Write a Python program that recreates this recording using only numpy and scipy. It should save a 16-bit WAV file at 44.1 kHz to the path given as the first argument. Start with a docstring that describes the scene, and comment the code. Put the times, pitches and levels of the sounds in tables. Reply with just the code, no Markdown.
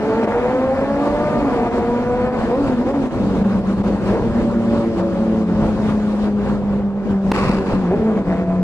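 """Motorcycles in a tiled tunnel

Five four-cylinder sport motorcycles pass through a tiled road tunnel, heard from two ports on a helmet.
Each engine is a gliding firing note with overtones and puffs of gas; the near one blips its throttle.
Noise bursts crack in a pipe and a crackling backfire rolls back along the tube.
Echo tails smear everything; three bands of noise make wind buffeting, a blurred roar and hiss."""
import sys
import numpy as np
from scipy import signal
from scipy.fft import rfft, irfft, next_fast_len
from scipy.io import wavfile
from scipy.ndimage import uniform_filter1d, minimum_filter1d, map_coordinates

SR = 44100
rng = np.random.default_rng(int(sys.argv[2]) if len(sys.argv) > 2 else 0)


def master(y):
    """Save y as 16-bit WAV."""
    cut = np.clip(np.atleast_2d(y).T, -1, 1)
    pcm = np.round(cut * 32767)  # scale
    wavfile.write(sys.argv[1], SR, pcm.astype(np.int16))


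N = 380583

# Course of each engine: [t/s, firing rate f/Hz, firing note level/dB, overtones level/dB, half multiples level/dB]
LEADER = [(0.0, 213, -34, -23.5, -40), (0.5, 252.4, -32.5, -22, -32.5), (1.0, 285.1, -26.5, -24.5, -36.5),
          (1.36, 306.9, -27.5, -24.5, -42), (1.47, 273.3, -20, -33.5, -50), (1.58, 230, -28, -23.5, -40),
          (2.05, 244.2, -21.5, -26, -46), (2.3, 252.3, -39.5, -19, -41), (2.37, 250.7, -36, -28.5, -42),
          (2.5, 248.2, -35, -39, -45)]
SHIFTER = [(0.0, 283.7, -31, -32.5, -16), (0.2, 297.7, -35, -24.5, -25), (0.47, 306.4, -33, -24, -25),
           (0.62, 257.4, -25.5, -45, -38), (0.85, 217.4, -33.5, -22.5, -40)]
CRUISER = [(0.95, 237.6, -47, -31, -48.5), (1.6, 242.4, -27, -23, -34.5), (2.15, 239.9, -31.5, -40, -27),
           (2.4, 224.8, -26, -36, -30.5), (2.9, 226.5, -26.5, -40, -29), (3.3, 221, -29, -44, -37),
           (3.5, 217.6, -25.5, -45.5, -35.5), (3.9, 207.3, -27.5, -48, -25), (4.2, 199, -22, -42, -27),
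           (4.6, 194.3, -28, -39, -26), (5.0, 188.4, -22.5, -48, -34.5), (5.5, 179.4, -27.5, -33, -23),
           (5.65, 178.3, -31.5, -40.5, -28.5), (6.1, 178.3, -36, -41, -29.5)]
NEAR = [(2.32, 251.3, -23.5, -34, -44), (2.44, 252.8, -18, -36.5, -42), (2.51, 228.3, -22.5, -31.5, -64),
        (2.85, 240.4, -19, -37, -55), (3.12, 249, -23, -43.5, -37.5), (3.22, 191.5, -19.5, -48, -30),
        (3.45, 194.7, -20, -48.5, -35.5), (3.7, 192.6, -19.5, -48.5, -42.5),
        (4.07, 190.5, -21.5, -38, -35.5), (4.2, 229.5, -22, -38, -35.5), (4.6, 230.6, -23.5, -38, -25),
        (5.04, 224.3, -24, -39, -24), (5.14, 222.5, -23, -37, -30), (5.65, 214.5, -22, -38, -31),
        (5.9, 211.5, -23, -40.5, -36.5), (6.5, 203.3, -20.5, -37.5, -38), (6.95, 199.8, -22.5, -43, -45),
        (7.2, 194.5, -13.5, -30.5, -47.5), (7.45, 196.7, -23.5, -31.5, -35.5), (7.8, 186.1, -18, -37, -34),
        (7.9, 172, -24, -34.5, -38), (8.0, 180, -25, -37, -39), (8.05, 190, -18, -25, -40),
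        (8.1, 194, -19, -26, -40), (8.13, 186, -21, -42, -39), (8.2, 188.3, -19, -39, -31.5),
        (8.63, 180.1, -19.5, -36.5, -35)]
FOLLOWER = [(7.95, 159, -31.5, -31, -21), (8.12, 164.4, -31.5, -36.5, -39), (8.19, 167.6, -29, -29, -26.5),
            (8.25, 166.3, -33.5, -31.5, -29), (8.31, 168.2, -31, -21.5, -22),
            (8.38, 168.5, -31.5, -29, -25.5), (8.5, 167.5, -40.5, -30, -28.5), (8.63, 169, -40, -34.5, -36)]
# Exhaust overtones; half multiples come from uneven cylinders:
# [multiple of the firing rate, level/dB added to the engine's overtones or half multiples]
LEADER_PIPE = [(1.5, -8.5), (2, 1), (3, -9), (3.5, -13), (4, -13), (5, -21), (6, -24), (7, -29)]
SHIFTER_PIPE = [(2, -10), (3, -7.5), (4, -20)]
CRUISER_PIPE = [(.5, -12), (1.5, -7.5), (2, -6), (3, -6.5), (4, -11), (5, -17.5)]
NEAR_PIPE = [(.5, -14), (1.5, -1), (2, 3), (2.5, -2.5), (3, -8), (4, -12), (5, -20)]
FOLLOWER_PIPE = [(1.5, -3), (2, -6), (3, -4), (4, -5), (6, -16)]
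# Gas rushing from the pipe, relative density: [f/Hz, level/dB per Hz]
RASP = [(300, -32), (600, 5.5), (1200, -5), (2500, -13), (5000, -54)]
# Throttle blips of the near engine: [t/s, rise f/Hz, rise time/s, settling time/s, overtone bark level/dB]
BLIPS = [(2.505, 56, .085, .2, 11), (2.845, 46, .085, .17, 18), (4.085, 20, .11, .04, 19),
         (7.9, 46, .07, .25, 17)]
# Irregular throb of the near engine: [t/s, depth/dB]
THROB = [(2.3, 3.5), (4.0, 3.5), (4.8, 3.5), (5.6, 2.5), (6.2, 0), (7.0, 0), (7.3, 2.5), (8.63, 2.5)]
# Exhaust pops: [t/s, level/dB, burst dull above f/Hz, snap level/dB, length/s]
POPS = [(4.09, -14, 600, -55, .018), (7.3163, -4, 1200, -15, .0068), (7.495, -9, 400, -55, .012),
        (7.733, -11, 400, -55, .01), (7.908, -15, 480, -55, .012)]
# Backfire rolling back along the tube, then once more from farther off: [t/s, level/dB, hold/s]
RETURNS = [(7.324, -25.5, 0.19), (7.649, -37, .085)]
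# Colour of those returns, relative density: [f/Hz, level/dB per Hz]
RETURN_TONE = [(350, -36), (700, -15.5), (1050, 2.5), (1700, -9.5), (2700, -9), (3100, -23.5),
               (4600, -16.5), (6000, -28.5), (7500, -28.5), (10000, -38), (13500, -50), (14200, -90)]
# Tunnel decay: [f/Hz, time to fall 60 dB/s]
TUBE = [(150, 0.88), (1000, 1), (8000, 0.35)]
# Air noise before the gusts: [t/s, buffet level/dB, roar level/dB, hiss level/dB]
AIR = [(0.0, -34, -19.5, -45.5), (0.8, -33, -26.5, -47.5), (1.35, -30, -20, -44.5), (2.1, -32, -25.5, -48),
       (2.9, -28.5, -22, -46.5), (3.6, -27.5, -23, -47), (4.3, -26.5, -22, -46), (5.0, -33, -25.5, -49.5),
       (5.6, -27, -23, -47), (6.2, -33.5, -25.5, -47.5), (6.36, -35, -30.5, -56), (6.95, -37.5, -32.5, -60),
       (7.3, -25, -22, -45), (7.9, -34.5, -24, -50.5), (8.63, -28.5, -32, -54)]
# Gusts: [t/s, swell level/dB, half width/s]
GUSTS = [(.24, 3, 0.015), (1.07, 4, .02), (1.78, 4, 0.02), (2.24, 0, .04), (2.42, 2.5, 0.046),
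         (2.68, 2.5, .08), (3.04, 2, 0.026), (3.38, 2.5, 0.18), (3.70, 2.5, 0.035), (3.88, 4.5, 0.023),
         (4.1, 6, 0.044), (4.4, 2.5, 0.05), (4.75, 5, 0.086), (4.99, 6.5, 0.024), (5.19, 2, 0.056),
         (5.64, 4, 0.062), (5.89, 5.5, 0.05), (6.25, 6, 0.041), (6.49, 11.5, 0.1), (6.75, 6.5, 0.093),
         (7.11, 6, 0.018), (7.72, 4.5, 0.031), (8.05, 1.5, .1), (8.34, 3, 0.14)]
# Colours of the air noise, relative density: [f/Hz, level/dB per Hz]
BUFFET = [(12, -39.5), (20, -8.5), (53, 0.5), (129, -2.5), (160, 2), (210, -27.5), (350, -120)]
ROAR = [(71, -49), (120, -15), (151, -27), (214, -2), (277, -10.5), (468, -12), (542, -11), (637, -17),
        (1060, -21.5), (3000, -42.5), (3900, -51.5), (6600, -120)]
HISS = [(1200, -15), (2000, -6), (2600, -2.5), (3200, -4), (4500, -5), (5800, -11), (7000, -12),
        (9000, -18.5), (11000, -25), (13500, -36.5), (13900, -91)]
# Likeness of the diffuse sound at the two ports: [f/Hz, correlation]
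ALIKE = [(30, 0.7), (100, 0.76), (200, 0.95), (900, 0.86), (1600, 1), (2200, 0.34), (4500, 0.36),
         (5500, .1), (10000, .05)]
# Left port over right: [f/Hz, level/dB]
LEAN = [(60, 2), (200, 0.5), (1200, -.5), (4000, 2), (12000, 6)]
# Phase by which the left port leads: [f/Hz, phase/rad]
AHEAD = [(80, .04), (350, 0.1), (900, 0.14), (1400, 0.88), (1650, 0.81), (2400, 2.03), (3400, 3.85),
         (4200, 4.3), (5200, 4.05)]
# Brief level changes, mostly dips: [t/s, whole level/dB, further firing note level/dB, half width/s]
DIPS = [(0.265, -7, 0, 0.01), (1.704, -4, -3, 0.018), (2.308, -5.5, -7.5, 0.025), (2.4, 1.5, -8.5, 0.022),
        (2.518, 1.5, -7.5, .014), (2.678, 2, -1, 0.012), (2.757, -3, -2.5, 0.018), (2.846, -3.5, -7, 0.02),
        (2.928, -5, -2, 0.013), (3.045, -1.5, 5, 0.0074), (3.097, -6.5, -2.5, 0.02),
        (3.334, -2, -10, 0.016), (3.437, -5, -6, 0.0089), (3.626, -5.5, -3, 0.032),
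        (3.758, -5, -1.5, 0.017), (3.829, -9.5, -7, 0.0082), (3.995, -3.5, -4, 0.023),
        (4.196, -1, -14, .04), (4.333, -2, -9, 0.035), (5.458, -6.5, 4.5, 0.025), (7.065, 4, -13.5, 0.024),
        (7.206, -7.5, 1.5, 0.044), (7.244, 0.5, -10.5, 0.022), (7.329, -5.5, 1, 0.012),
        (7.363, 0, -7.5, 0.056), (7.485, 2.5, -5.5, 0.018), (7.653, -1.5, -0.5, 0.014),
        (7.758, 1.5, -8.5, 0.02), (8.179, 3, -3.5, 0.012), (8.237, -5.5, -2, 0.029),
        (8.363, -1.5, -12, .018), (8.46, -4.5, -6.5, 0.028)]

BARK_AFTER, BARK_LASTS = .47, .47  # middle and half width of a bark, as shares of the rev rise
NOTE_YIELDS, HALF_BARKS = 0.3, 0.3  # the note sinks and half multiples swell by these shares of the bark
THROBS_PER_S = 26  # random knots a second
PUSH_S, OVERDRIVE, EDGE = .0022, 3, 3  # pop edges are dull above EDGE times the burst's own limit
RETURN_ATTACK_S, RETURN_FADE_DB_PER_S = 0.02, 141
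BUFFET_GROWS, ROAR_GROWS = 1.1, 1  # dB per dB of gust
HOLD_DB, LIMIT, TOP_HZ = -17, .6, 15400  # gain control threshold, peak ceiling, band limit


def engines():
    """The five motorcycles together, each with its own depth of flutter and rasp."""
    return (engine(LEADER, LEADER_PIPE, flutter_db=.8, rasp_db=-9)
            + engine(SHIFTER, SHIFTER_PIPE, flutter_db=-1.0, rasp_db=-6.0)
            + engine(CRUISER, CRUISER_PIPE, flutter_db=2.6, rasp_db=-8)
            + engine(NEAR, NEAR_PIPE, flutter_db=1.2, rasp_db=-11, blips=BLIPS, throb=THROB)
            + engine(FOLLOWER, FOLLOWER_PIPE, flutter_db=1.3, rasp_db=-6))


def engine(rows, pipe, flutter_db, rasp_db, blips=(), throb=((0, 0),)):
    """The firing note and its overtones, each fluttering in passing wall echoes, and a puff of gas per firing."""
    hz, note_db, over_db, half_db = blipped(rows, blips, throb)
    t = np.arange(N) / SR
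    fade_in, fade_out = t - rows[0][0] + 0.05, rows[-1][0] + 0.063 - t
    heard = np.clip(np.minimum(fade_in, fade_out) / 0.077, 0, 1)
    unsteady_hz = hz * (1 + 0.002904 * wobble(25))
    turn = 2 * np.pi * np.cumsum(unsteady_hz) / SR
    note_gain = amp(note_db + note_dips_db() + 1.3 * flutter_db * wobble(28))
    tone = note_gain * np.sin(turn + .3 * wobble(24))
    for k, db in pipe:
        base_db = half_db if k % 1 else over_db
        # high multiples flutter most
        level_db = base_db + db + flutter_db * np.clip(k / 2, 1, 2.5) * wobble(24)
        # uneven firing blurs high multiples most
        tone += amp(level_db) * np.sin(k * (turn + .14 * wobble(30)))
    pulsed_noise = (1 + np.cos(turn)) ** 3 * rng.standard_normal(N)
    puffs = unit(filtered(pulsed_noise, lambda f: amp(along(RASP, f))))
    return heard * (np.sqrt(2) * tone + amp(over_db + rasp_db) * puffs)


def blipped(rows, blips, throb):
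    """An engine's course; each blip flicks the revs up, lets them settle, and barks on the way up."""
    hz, note_db, over_db, half_db = curves(rows)
    t = np.arange(N) / SR
    for s, rise_hz, rise_s, settle_s, _ in blips:
        hz = hz + rise_hz * np.interp(t - s, [0, rise_s, rise_s + settle_s], [0, 1, 0])
    barks = [(s + BARK_AFTER * rise_s, db, BARK_LASTS * rise_s) for s, _, rise_s, _, db in blips]
    bark_db = swells(barks)
    throb_db = curves(throb)[0] * np.minimum(wobble(THROBS_PER_S), 1)
    note_db = note_db - NOTE_YIELDS * bark_db + throb_db
    over_db = over_db + bark_db + throb_db / 2
    return hz, note_db, over_db, half_db + HALF_BARKS * bark_db


def note_dips_db():
    """How much further the firing notes sink or rise at each brief level change."""
    return swells([(s, db, width) for s, _, db, width in DIPS])


def pops():
    """Unburnt fuel cracks in the pipe: a steep low push, a squared-off burst that stops short, and a snap."""
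    out, t = np.zeros(N), np.arange(SR // 20) / SR
    for s, db, dull_hz, snap_db, length in POPS:
        noise = rng.standard_normal(len(t))
        lasts = np.exp(-(t / length) ** 4)
        dull = lowpass(noise, 3, dull_hz)
        push = (1 - t / PUSH_S) * np.exp(-t / PUSH_S)
        burst = lasts * np.tanh(OVERDRIVE * unit(dull)) * np.minimum(2 * t / PUSH_S, 1)
        body = lowpass(.75 * push + .85 * burst, 2, EDGE * dull_hz)
        snap = lasts * lowpass(noise, 1, 2600)
        out[round(s * SR):][:len(t)] += amp(db) * (body + amp(snap_db) * snap)
    return out


def backfire():
    """Each return from the tube swells in, holds and fades, crackling."""
    t = np.arange(N) / SR
    shape = np.zeros(N)
    for s, db, hold in RETURNS:
        fade_db = RETURN_FADE_DB_PER_S * np.maximum(t - s - hold, 0)
        shape += amp(db - fade_db) * np.clip((t - s) / RETURN_ATTACK_S, 0, 1)
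    crackle = amp(2.4 * wobble(320) + .8 * wobble(45))
    return shape * unit(crackle) * rush(RETURN_TONE, patchy_db=0.5)


def tunnel(x):
    """Two unrelated echo tails, 700 samples late; each frequency dies at its own speed."""
    hz, t, z = signal.stft(rng.standard_normal((2, SR // 2)), SR, nperseg=256)
    decay_db = -60 * t / along(TUBE, hz)[:, None]
    tail = signal.istft(z * amp(decay_db), SR, nperseg=256)[1]
    late = np.pad(x, (700, 0))[None]
    return signal.fftconvolve(late, tail / np.linalg.norm(tail[0]), axes=1)[:, :N]


def air():
    """Wind buffeting, the blurred roar of engines and tyres, and wind hiss, all riding the same gusts."""
    buffet_db, roar_db, hiss_db = curves(AIR)
    gust_db, flicker = swells(GUSTS), wobble(11)
    buffet = amp(buffet_db + BUFFET_GROWS * gust_db + 1.9 * wobble(14)) * rush(BUFFET, patchy_db=-0.8)
    roar = amp(roar_db + ROAR_GROWS * gust_db + 0.67 * flicker) * rush(ROAR, patchy_db=1.6)
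    hiss = amp(hiss_db + gust_db + 0.26 * flicker) * rush(HISS, patchy_db=1.5)
    return buffet + roar + hiss


def rush(spectrum, patchy_db):
    """Two unrelated noises, rms 1 together, sharing patches of random gain over time and frequency."""
    z = signal.stft(rng.standard_normal((2, N)), nperseg=512)[2]
    field = rng.standard_normal(z.shape[1:])
    for axis in (0, 1):
        field = uniform_filter1d(field, size=8, axis=axis)
    pair = signal.istft(z * amp(patchy_db * unit(field)), nperseg=512)[1][:, :N]
    return unit(filtered(pair, lambda hz: amp(along(spectrum, hz))))


def ports(hz):
    """Responses of the two ports: the left leads in phase and is stronger at the bottom and top."""
    return np.array([amp(side * along(LEAN, hz) / 2) * np.exp(side * .5j * along(AHEAD, hz))
                     for side in (1, -1)])


def dips():
    """Gain of the brief changes in the whole level."""
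    return amp(swells([(s, db, width) for s, db, _, width in DIPS]))


def amp(db):
    """Gain of a level in dB."""
    return 10 ** (np.asarray(db) / 20)


def unit(x):
    """Scaled to rms 1."""
    return x / np.sqrt(np.mean(x ** 2) + 1e-20)


def along(points, hz):
    """Values between (f/Hz, value) points, on a log frequency axis."""
    f, v = np.transpose(points)
    return np.interp(np.log(hz + 1), np.log(f + 1), v)


def curves(rows):
    """One value per sample for each column after the time."""
    s, *cols = np.transpose(rows)
    return [np.interp(np.arange(N) / SR, s, c) for c in cols]


def swells(rows):
    """Sum of bell-shaped swells from (t/s, level/dB, half width/s) rows, in dB."""
    t = np.arange(N) / SR
    return sum(db * np.exp(-((t - s) / width) ** 2) for s, db, width in rows)


def wobble(rate):
    """A smooth random curve with rate knots a second."""
    return map_coordinates(rng.standard_normal(int(N * rate / SR) + 4), [np.arange(N) * rate / SR])


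def lowpass(x, order, hz):
    """x dulled above hz."""
    return signal.sosfilt(signal.butter(order, hz, fs=SR, output="sos"), x)


def filtered(x, response):
    """x times a complex response of frequency."""
    m = next_fast_len(N + SR // 2)
    return irfft(rfft(x, m) * response(np.fft.rfftfreq(m, 1 / SR)), m)[..., :N]


def spread(hz):
    """Shares of mid and side that give the two ports their likeness at each frequency."""
    angle = np.arccos(np.clip(along(ALIKE, hz), -1, 1)) / 2
    return np.array([np.cos(angle), np.sin(angle)])


def scene():
    """Direct engines reach both ports, diffuse sound is shared by frequency, direct pops strike both at once."""
    direct, cracks = engines(), pops()
    diffuse = amp(-7.5) * tunnel(direct + cracks) + backfire() + air()
    mid, side = filtered(diffuse, spread)
    at_ports = filtered(direct + np.array([mid + side, mid - side]), ports)
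    return dips() * (cracks + at_ports)


def record(dry):
    """Gain control halves the excess in dB, a quick limiter holds peaks, and a band limit cuts the top."""
    power = np.abs(uniform_filter1d(np.mean(dry ** 2, axis=0), size=2000))
    level_db = 10 * np.log10(power + 1e-12)
    excess_db = uniform_filter1d(np.maximum(level_db - HOLD_DB, 0), size=1000)
    held = dry * amp(-excess_db / 2)
    need = np.minimum(1, LIMIT / (np.abs(held).max(axis=0) + 1e-9))
    gain = uniform_filter1d(minimum_filter1d(need, size=800), size=400)
    return filtered(held * gain, lambda hz: hz < TOP_HZ)


dry = scene()
out = record(dry)
master(out)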